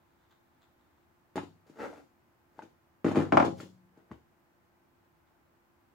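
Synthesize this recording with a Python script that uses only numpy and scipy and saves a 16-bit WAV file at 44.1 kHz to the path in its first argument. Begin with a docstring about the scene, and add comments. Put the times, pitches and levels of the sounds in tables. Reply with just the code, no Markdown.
"""Soap planer on a workbench

Gloved hands work at a soap maker's bench in a small room where a fan hums. An acrylic planer is put
aside and a hand sweeps shavings away. The planer is picked up, set down rocking on one edge, then drops
flat with a hollow clatter and hums on. A soap loaf is gripped and tipped up. Impacts excite the damped
modes of bench, shell, blade and loaf; rubbing is the noise of many tiny slips."""
import sys
import numpy as np
from scipy import signal
from scipy.fft import rfft, irfft, next_fast_len
from scipy.io import wavfile

SR = 44100
rng = np.random.default_rng(int(sys.argv[2]) if len(sys.argv) > 2 else 0)


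def store_pcm(level_fs):
    """Save levels as 16-bit WAV."""
    pcm = np.round(np.clip(level_fs, -1, 1) * 32767).astype(np.int16)
    wavfile.write(sys.argv[1], SR, np.atleast_2d(pcm).T)


N = 261954
TIME = np.arange(N) / SR

# Reverberation time of the room: frequency_hz, t60_s
ROOM_T60 = [(80, 1), (250, 0.32), (700, 0.24), (2000, 0.16), (5000, 0.38), (14000, 0.3)]
# Likeness of left and right in the diffuse field: frequency_hz, correlation
COHERENCE = [(60, 0.85), (300, 0.34), (600, 0.18), (1200, 0), (2500, 0), (14000, 0)]
# Spectrum of the moving air: frequency_hz, level_db
AIR_SPECTRUM = [(25, -10), (42, -12.5), (75, 1.5), (140, -2.5), (230, -1.5), (350, -3), (430, -9),
                (850, -6), (1500, -10.5), (2200, -16), (3600, -25), (7200, -29), (10500, -31.5),
                (13500, -26), (15700, -25.5)]
# Tones of the fan: pitch_hz, rms_db
FAN_TONES = [(344.5, -79), (667.5, -91), (866.7, -88), (1034, -89), (1545, -94)]

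# Strokes of the glove over bench, planer and loaf: full_pressure_s, rubbing_db, hiss_db, hold_s
STROKES = [(1.671, -61, -68.5, 0.0081), (1.806, -33.5, -60, 0.043), (1.933, -52, -68.5, 0.054),
           (2.57, -61, -78, 0.086), (3.584, -52.5, -57.5, 0.0232), (3.974, -61, -91.5, 0.02),
           (4.114, -57, -74.5, 0.009)]
# Rustles of glove and sleeve: centre_s, level_db, width_s
RUSTLES = [(0.23, -74.5, 0.018), (0.316, -62.5, 0.0089), (0.629, -67, 0.012), (0.817, -83, 0.022),
           (5.05, -77, 0.0052), (5.284, -80.5, .03)]
# Spectrum of rubbing on the bench: frequency_hz, level_db
RUB_SPECTRUM = [(35, -56), (60, -18), (159, -22), (215, -10), (285, -3), (413, -7.5), (486, -1), (613, -9),
                (810, -10.5), (1120, -18), (1350, -12.5), (2200, -24), (3580, -36.5), (5080, -39.5),
                (15500, -61)]
# Spectrum of the hiss of sliding rubber: frequency_hz, level_db
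HISS_SPECTRUM = [(500, -29), (1900, 0), (3500, -1.5), (5200, -3.5), (7200, -3.5), (8300, -11),
                 (10500, -11.5), (15500, -14.5)]
# Spectrum of a rustle: frequency_hz, level_db
RUSTLE_SPECTRUM = [(200, -10), (1400, 5), (2500, -9), (3700, 0), (5500, -17.5), (7300, -11), (10000, -33),
                   (15000, -15)]

# Soft, dull bumps on the bench from hands and settling objects: start_s, thud_db
BUMPS = [(1.4312, -37.5), (1.695, -44.5), (2.579, -49.5), (2.631, -43.5), (3.447, -21.5), (3.629, -37.5),
         (3.972, -51.5)]
# Hard knocks of an edge on the bench: start_s, thud_db, clack_db, tick_db, note_hz, note_db
KNOCKS = [(1.357, -36, -36.5, -37.5, 366, -24.5), (1.3678, -26, -31.5, -47.5, 650, -32),
          (1.3787, -28, -28.5, -48, 867, -26), (1.9298, -48, -46, -68, 710, -43),
          (2.5913, -60.5, -43.5, -60, 880, -33), (2.6217, -47.5, -44.5, -53, 1520, -49),
          (3.1577, -25, -22.5, -37, 397, -33), (3.6016, -39, -41, -39.5, 1350, -40.5),
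          (4.1147, -38.5, -43, -56.5, 1097, -42.5)]
# The planer lands on an edge and rocks: start_s, thud_db, clack_db, tick_db, note_hz, note_db, gap_s
LANDINGS = [(3.0451, -14.5, -26.5, -40.5, 346, -17.5, 0.0175), (3.168, -13, -27.5, -42, 439.1, -26, 0.0087)]
# The planer drops flat and bounces: start_s, thud_db, clack_db, tick_db, note_hz, note_db, gap_s, ring_db
DROPS = [(3.323, -15.5, -14, -38, 1480, -24.5, 0.0105, -25.5),
         (3.3716, -15.5, -7, -36, 1172, -17.5, 0.0285, -18.5)]
# Spectrum of a clack on the bench: frequency_hz, level_db
BENCH_CLACK_SPECTRUM = [(30, -47), (90, -19.5), (250, -9.5), (480, -2.5), (650, -1.5), (870, 0),
                        (1080, -3.5), (1450, -7.5), (2200, -13.5), (3500, -26), (6000, -39), (15000, -66.5)]
# Spectrum of a clack of the planer's shell: frequency_hz, level_db
SHELL_CLACK_SPECTRUM = [(30, -51.5), (120, -25.5), (350, -9.5), (620, 8.5), (950, 2.5), (1400, -3.5),
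                        (1850, -12), (2300, -15), (3800, -28), (7000, -38.5), (15000, -67.5)]
# Spectrum of the bright tick of hard surfaces: frequency_hz, level_db
TICK_SPECTRUM = [(500, -30.5), (1800, -3), (3500, 0.5), (5200, -5), (6200, -5.5), (7200, -1.5),
                 (8100, -14.5), (8800, -8), (10500, -17), (15500, -21.5)]

# Modes of the loaf landing on the mat: pitch_hz, level_db, t60_s
LOAF_MODES = [(72, -6, 0.32), (115, -5, 0.18), (210, 4, 0.044)]
# Modes of the bench top: pitch_hz, level_db, t60_s
BENCH_MODES = [(98.5, -17, 0.15), (149.7, -9, 0.11), (239.7, -0.5, 0.072), (323.3, 2, 0.059),
               (414, -1, 0.037), (560, -8.5, 0.026)]
# Modes of the steel blade: pitch_hz, level_db, t60_s
BLADE_MODES = [(7100, -25, 0.27), (6950, -27, .25), (8790, -30, .28), (11300, -39, .15), (14300, -33, .15)]
# Stiff upper modes of the planer's shell: pitch_hz, level_db, t60_s
CRACK_MODES = [(2120, -19, .03), (2528, -15.5, 0.014), (2866, -20, .022), (3250, -23.5, .025),
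               (4910, -31, .03)]
# Middle modes of the shell, its hollow ring: pitch_hz, level_db, t60_s
SHELL_MODES = [(507, -2.5, 0.089), (545, -1, 0.39), (615, -1, 0.14), (683, -1.5, .22), (800, -5, .22),
               (818, -7.5, 0.41), (916, -4.5, 0.11), (990, -8, 0.22), (1036, -5, 0.35), (1235, -4.5, 0.18),
               (1470, -11.5, .14), (1657, -11.5, 0.12), (2170, -12, 0.089), (2400, -9, .1),
               (3135, -12.5, .04)]
# Lowest, lightly damped modes of the shell: pitch_hz, level_db, t60_s
HUM_MODES = [(115.75, -40.5, .8), (185, -38.5, 1.1), (342, -48.5, 0.63)]


def from_db(db):
    """Amplitude ratio: tenfold for every 20 dB."""
    return 10 ** (np.asarray(db) / 20)


def unit_rms(x):
    """Normalisation to a mean power of 1."""
    return x / np.sqrt(np.mean(x ** 2) + 1e-20)


def at_hz(points, hz):
    """Interpolation of a table on a logarithmic frequency axis."""
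    frequencies, values = np.transpose(points)
    return np.interp(np.log(np.maximum(hz, 1)), np.log(frequencies), values)


def through(x, response):
    """Convolution with the impulse response of a linear system; channels x N."""
    return signal.oaconvolve(np.atleast_2d(x), np.atleast_2d(response), axes=1)[:, :N]


def pulse(spectrum, size=4096):
    """Minimum phase: the most compact causal pulse with this spectrum; peak 1."""
    magnitude = from_db(at_hz(spectrum, np.fft.rfftfreq(size, 1 / SR)))
    cepstrum = irfft(np.log(magnitude))
    cepstrum[1:size // 2] *= 2
    cepstrum[size // 2 + 1:] = 0
    shape = irfft(np.exp(rfft(cepstrum)))
    return shape / np.abs(shape).max()


def diffuse_noise(size):
    """A diffuse field: left and right are alike in the bass and unrelated in the treble."""
    alike = np.clip(at_hz(COHERENCE, np.fft.rfftfreq(size, 1 / SR)), -.99, .99)
    mid, side = rfft(rng.standard_normal((2, size)))
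    return irfft(np.sqrt(1 + alike) * mid + np.sqrt(1 - alike) * side * [[1], [-1]], size)


def contacts(times, levels_db, chatter=0., chatter_s=.01, size=4096):
    """Contact force: each impulse may be followed by a dying chatter of the surfaces."""
    force = np.zeros(N + size)
    for start_s, db in zip(times, levels_db):
        touch = rng.standard_normal(size) * np.exp(-TIME[:size] / chatter_s)
        touch *= chatter / np.linalg.norm(touch)
        touch[0] += 1
        force[round(start_s * SR):][:size] += from_db(db) * touch / np.linalg.norm(touch)
    return force[:N]


def rebounds(start_s, levels_db, gap_s, gap_ratio, loss_db, count):
    """Inelastic rebounds: each level falls by its loss_db per contact; gaps form a geometric series."""
    k = np.arange(count)
    gaps = gap_s * gap_ratio ** k
    times = start_s + np.cumsum(gaps) - gaps
    return np.column_stack([times, np.array(levels_db) - np.outer(k, loss_db)])


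def friction(spectrum, slips_per_s, smooth):
    """Friction noise: countless tiny slips of uneven size over a smooth hiss; rms 1."""
    slips = (rng.random(N) < slips_per_s / SR) * rng.standard_normal(N)
    force = unit_rms(slips) + smooth * rng.standard_normal(N)
    return unit_rms(through(force, pulse(spectrum)))


def envelope(full_s, hold_s, rise_db_per_s, fall_db_per_s):
    """Exponential growth and decay on either side of a hold at gain 1."""
    before_s = np.clip(full_s - TIME, 0, 1)
    after_s = np.clip(TIME - full_s - hold_s, 0, 1)
    return from_db(-rise_db_per_s * before_s - fall_db_per_s * after_s)


def ringing(modes, lag_s=0.):
    """Free vibration as a sum of damped sines; a lag turns the phase of each mode."""
    t = TIME[:2 * SR]
    return sum(from_db(db - 60 * t / t60) * np.sin(2 * np.pi * hz * (t - lag_s)) for hz, db, t60 in modes)


def struck(modes, lag_s=0.):
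    """Interference: neighbouring modes start in antiphase, so a blow swells over its first cycle."""
    return ringing(modes[::2], lag_s) - ringing(modes[1::2], lag_s)


def room(early_db, early_s, late_db):
    """Reverberation: early reflections from the bench clutter, then a tail that dies band by band."""
    size = SR * 2 // 3
    t, response = TIME[:size], 0
    edges_hz = np.geomspace(60, 16000, 17)
    noises = diffuse_noise(size), diffuse_noise(size)
    early = unit_rms(np.exp(-t / early_s) * (t > .0015))
    for k, (low, high) in enumerate(zip(edges_hz, edges_hz[1:])):
        t60_s = at_hz(ROOM_T60, np.sqrt(low * high))
        late = unit_rms(from_db(-60 * t / t60_s) * (1 - np.exp(-t / .008)))
        decay = np.hypot(from_db(early_db) * early, from_db(late_db) * late)
        bandpass = signal.butter(2, [low, high], "band", fs=SR, output="sos")
        left, right = signal.sosfilt(bandpass, noises[k % 2] * decay)
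        # every band brings the same energy per Hz to both sides
        gain = np.sqrt(np.mean(decay ** 2) * 2 * (high - low)) / SR
        response = response + gain * np.vstack([unit_rms(left), unit_rms(right)])
    return response


def fan(air_db=-69):
    """Broadband air noise with faint tones, which waver by a random walk of phase."""
    noise = diffuse_noise(next_fast_len(N))[:, :N]
    air = from_db(air_db) * unit_rms(through(noise, pulse(AIR_SPECTRUM)))
    drifts = 3 * np.cumsum(rng.standard_normal((len(FAN_TONES), N)), axis=1) / np.sqrt(SR)
    return air + sum(np.sqrt(2) * from_db(db) * np.sin(2 * np.pi * hz * TIME + drift)
                     for (hz, db), drift in zip(FAN_TONES, drifts))


def glove(hiss_swell_db=13, fidget_db=-82, fidget_step_s=.058, fidget_end_s=1.05):
    """Sliding friction follows pressure as the glove sweeps or grips; the moving hand rustles."""
    pressure = sum(from_db(db) * envelope(s, hold_s, rise_db_per_s=430.5, fall_db_per_s=428)
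                   for s, db, _, hold_s in STROKES)
    sweep = pressure * friction(RUB_SPECTRUM, slips_per_s=900, smooth=.7)
    # rubber hiss swells slowly in a long stroke, at once in a short grab
    touch = sum(from_db(db) * envelope(s, hold_s, hiss_swell_db / hold_s, fall_db_per_s=230)
                for s, _, db, hold_s in STROKES)
    hiss = touch * friction(HISS_SPECTRUM, slips_per_s=1800, smooth=.89)
    moves = sum(from_db(db) * np.exp(-.5 * ((TIME - s) / width_s) ** 2) for s, db, width_s in RUSTLES)
    # at first the fingers shift on the planer
    swing_db = np.interp(TIME / fidget_step_s, np.arange(N), rng.standard_normal(N))
    fidget = from_db(fidget_db + swing_db) * (TIME < fidget_end_s)
    rustle = (moves + fidget) * friction(RUSTLE_SPECTRUM, slips_per_s=430, smooth=.58)
    rub = sweep + hiss + rustle
    return .46 * rub + through(rub, room(early_db=-9.5, early_s=.0068, late_db=-5))


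def loaf_bump(start_s=4.1095, force_db=-41):
    """A soft impact sounds only low modes: the heavy loaf tips onto the mat."""
    return through(contacts([start_s], [force_db]), struck(LOAF_MODES))


def blade_ring():
    """Lightly damped steel modes sing faintly after the first knock, as the planer is put aside."""
    start_s, _, _, tick_db, *_ = KNOCKS[0]
    return through(contacts([start_s], [tick_db]), struck(BLADE_MODES))


def edge_scrape(below_clack_db=11.5):
    """Stick-slip friction: the edge of the rocking planer drags coarsely over the bench."""
    drag = sum(from_db(clack_db - below_clack_db) * (TIME > s)
               * envelope(s, hold_s=.045, rise_db_per_s=0, fall_db_per_s=170.5)
               for s, _, clack_db, *_ in LANDINGS)
    scrape = drag * friction(RUB_SPECTRUM, slips_per_s=410, smooth=.5)
    return .8 * scrape + through(scrape, room(early_db=-4, early_s=.018, late_db=-6.5))


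def bench_blows():
    """Impacts of bumping, knocking and rocking: start_s, thud_db, clack_db, tick_db."""
    bumps = [(s, thud_db, thud_db - 12, thud_db - 13) for s, thud_db in BUMPS]
    # the gaps widen as the hand slows the rocking
    rocking = [rebounds(s, (thud, clack, tick), gap_s, gap_ratio=1.27, loss_db=(2.47, 1.43, .5), count=5)
               for s, thud, clack, tick, _, _, gap_s in LANDINGS]
    return np.vstack([bumps, [row[:4] for row in KNOCKS], *rocking])


def planer_bounces():
    """Energy loss makes bounces weaker and closer: start_s, thud_db, clack_db, tick_db, ring_db."""
    return np.vstack([
        rebounds(s, (thud, clack, tick, ring), gap_s, gap_ratio=.85, loss_db=(2, 6.5, 3.4, 3.5), count=6)
        for s, thud, clack, tick, _, _, gap_s, ring in DROPS])


def bench_thuds(blows):
    """The bench top acts as a soundboard: every blow makes its low modes boom briefly."""
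    times, thud_db = np.transpose([row[:2] for row in blows])
    thud = through(contacts(times, thud_db), struck(BENCH_MODES))
    return .62 * thud + through(thud, room(early_db=-7.5, early_s=.02, late_db=-9.5))


def bench_knocks(blows):
    """Brief contacts have broad spectra: surfaces meet on the bench with a clack and a bright tick."""
    times, _, clack_db, tick_db = blows.T
    clack = through(contacts(times, clack_db, chatter=1, chatter_s=.0059), pulse(BENCH_CLACK_SPECTRUM))
    tick = through(contacts(times, tick_db, chatter=5.5, chatter_s=.0067), pulse(TICK_SPECTRUM))
    return (1.62 * clack + through(clack, room(early_db=5.5, early_s=.0099, late_db=6))
            + .78 * tick + through(tick, room(early_db=8, early_s=.013, late_db=6)))


def edge_taps(t60_s=.026, overtone_ratio=1.83, overtone_db=-13.5):
    """Heavy damping: an edge landing squarely gives a short note and a weaker, inharmonic overtone."""
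    taps = 0
    for start_s, _, _, _, note_hz, note_db, *_ in KNOCKS + LANDINGS + DROPS:
        modes = [(note_hz, 0, t60_s), (note_hz * overtone_ratio, overtone_db, t60_s)]
        taps = taps + through(contacts([start_s], [note_db]), struck(modes))
    return taps + through(taps, room(early_db=-13, early_s=.01, late_db=-9.5))


def shell_crack():
    """Only the first, hardest contact of a drop excites the shell's stiff upper modes."""
    times, _, clack_db, *_ = np.transpose(DROPS)
    crack = through(contacts(times, clack_db), struck(CRACK_MODES))
    return .49 * crack + through(crack, room(early_db=-7.5, early_s=.011, late_db=-14))


def shell_hum(bounces, damped_at_s=4.3, damping_s=.033):
    """Free decay: the lowest modes hum on from the hardest bounce until a hand rests on the bench."""
    times, _, clack_db, *_ = bounces.T
    hum = through(contacts([times[np.argmax(clack_db)]], [0]), ringing(HUM_MODES))
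    return hum * np.exp(-np.maximum(TIME - damped_at_s, 0) / damping_s)


def shell_clatter(bounces, antiphase_hz=562.5, tick_cutoff_hz=7500):
    """Impact excitation: at each bounce the planer's hollow shell clacks, ticks and rings."""
    times, _, clack_db, tick_db, ring_db = bounces.T
    clack = through(contacts(times, clack_db, chatter=.14, chatter_s=.0023), pulse(SHELL_CLACK_SPECTRUM))
    left, right = clack + through(clack, room(early_db=6, early_s=.0058, late_db=4))
    # near antiphase_hz the clack reaches left and right in opposite phase, so it sounds wide
    right = right - 2 * signal.lfilter(*signal.iirpeak(antiphase_hz, Q=3.8, fs=SR), right)
    tick = through(contacts(times, tick_db, chatter=2.3, chatter_s=.0024), pulse(TICK_SPECTRUM))
    tick = signal.lfilter(*signal.butter(2, tick_cutoff_hz, fs=SR), tick)
    tick = .34 * tick + through(tick, room(early_db=-8.5, early_s=.012, late_db=8.5))
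    # the ringing also reaches the two sides out of step
    shell = np.vstack([struck(SHELL_MODES), struck(SHELL_MODES, lag_s=.00049)])
    ring = from_db(-12) * through(contacts(times, ring_db), shell)
    return np.vstack([left, right]) + tick + ring


def scene(radiates_above_hz=91, lean_db=1.2):
    """Superposition: the fan fills the room and the handling sounds lean a little to the left."""
    blows, bounces = bench_blows(), planer_bounces()
    handling = (glove() + loaf_bump() + blade_ring() + edge_scrape()
                + bench_thuds([*blows, *bounces]) + bench_knocks(blows) + edge_taps()
                + shell_crack() + shell_hum(bounces) + shell_clatter(bounces))
    # small objects radiate little deep bass
    handling = signal.sosfilt(signal.butter(2, radiates_above_hz, "high", fs=SR, output="sos"), handling)
    return fan() + handling * from_db([[lean_db], [-lean_db]])


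def record(dry):
    """Band limiting: the deepest bass rolls off and the highest treble is cut steeply."""
    low_hz, high_hz = 22, 15800
    thinned = signal.sosfilt(signal.butter(2, low_hz, "high", fs=SR, output="sos"), dry)
    return signal.sosfilt(signal.ellip(10, .1, 70, high_hz, fs=SR, output="sos"), thinned)


dry = scene()
out = record(dry)
store_pcm(out)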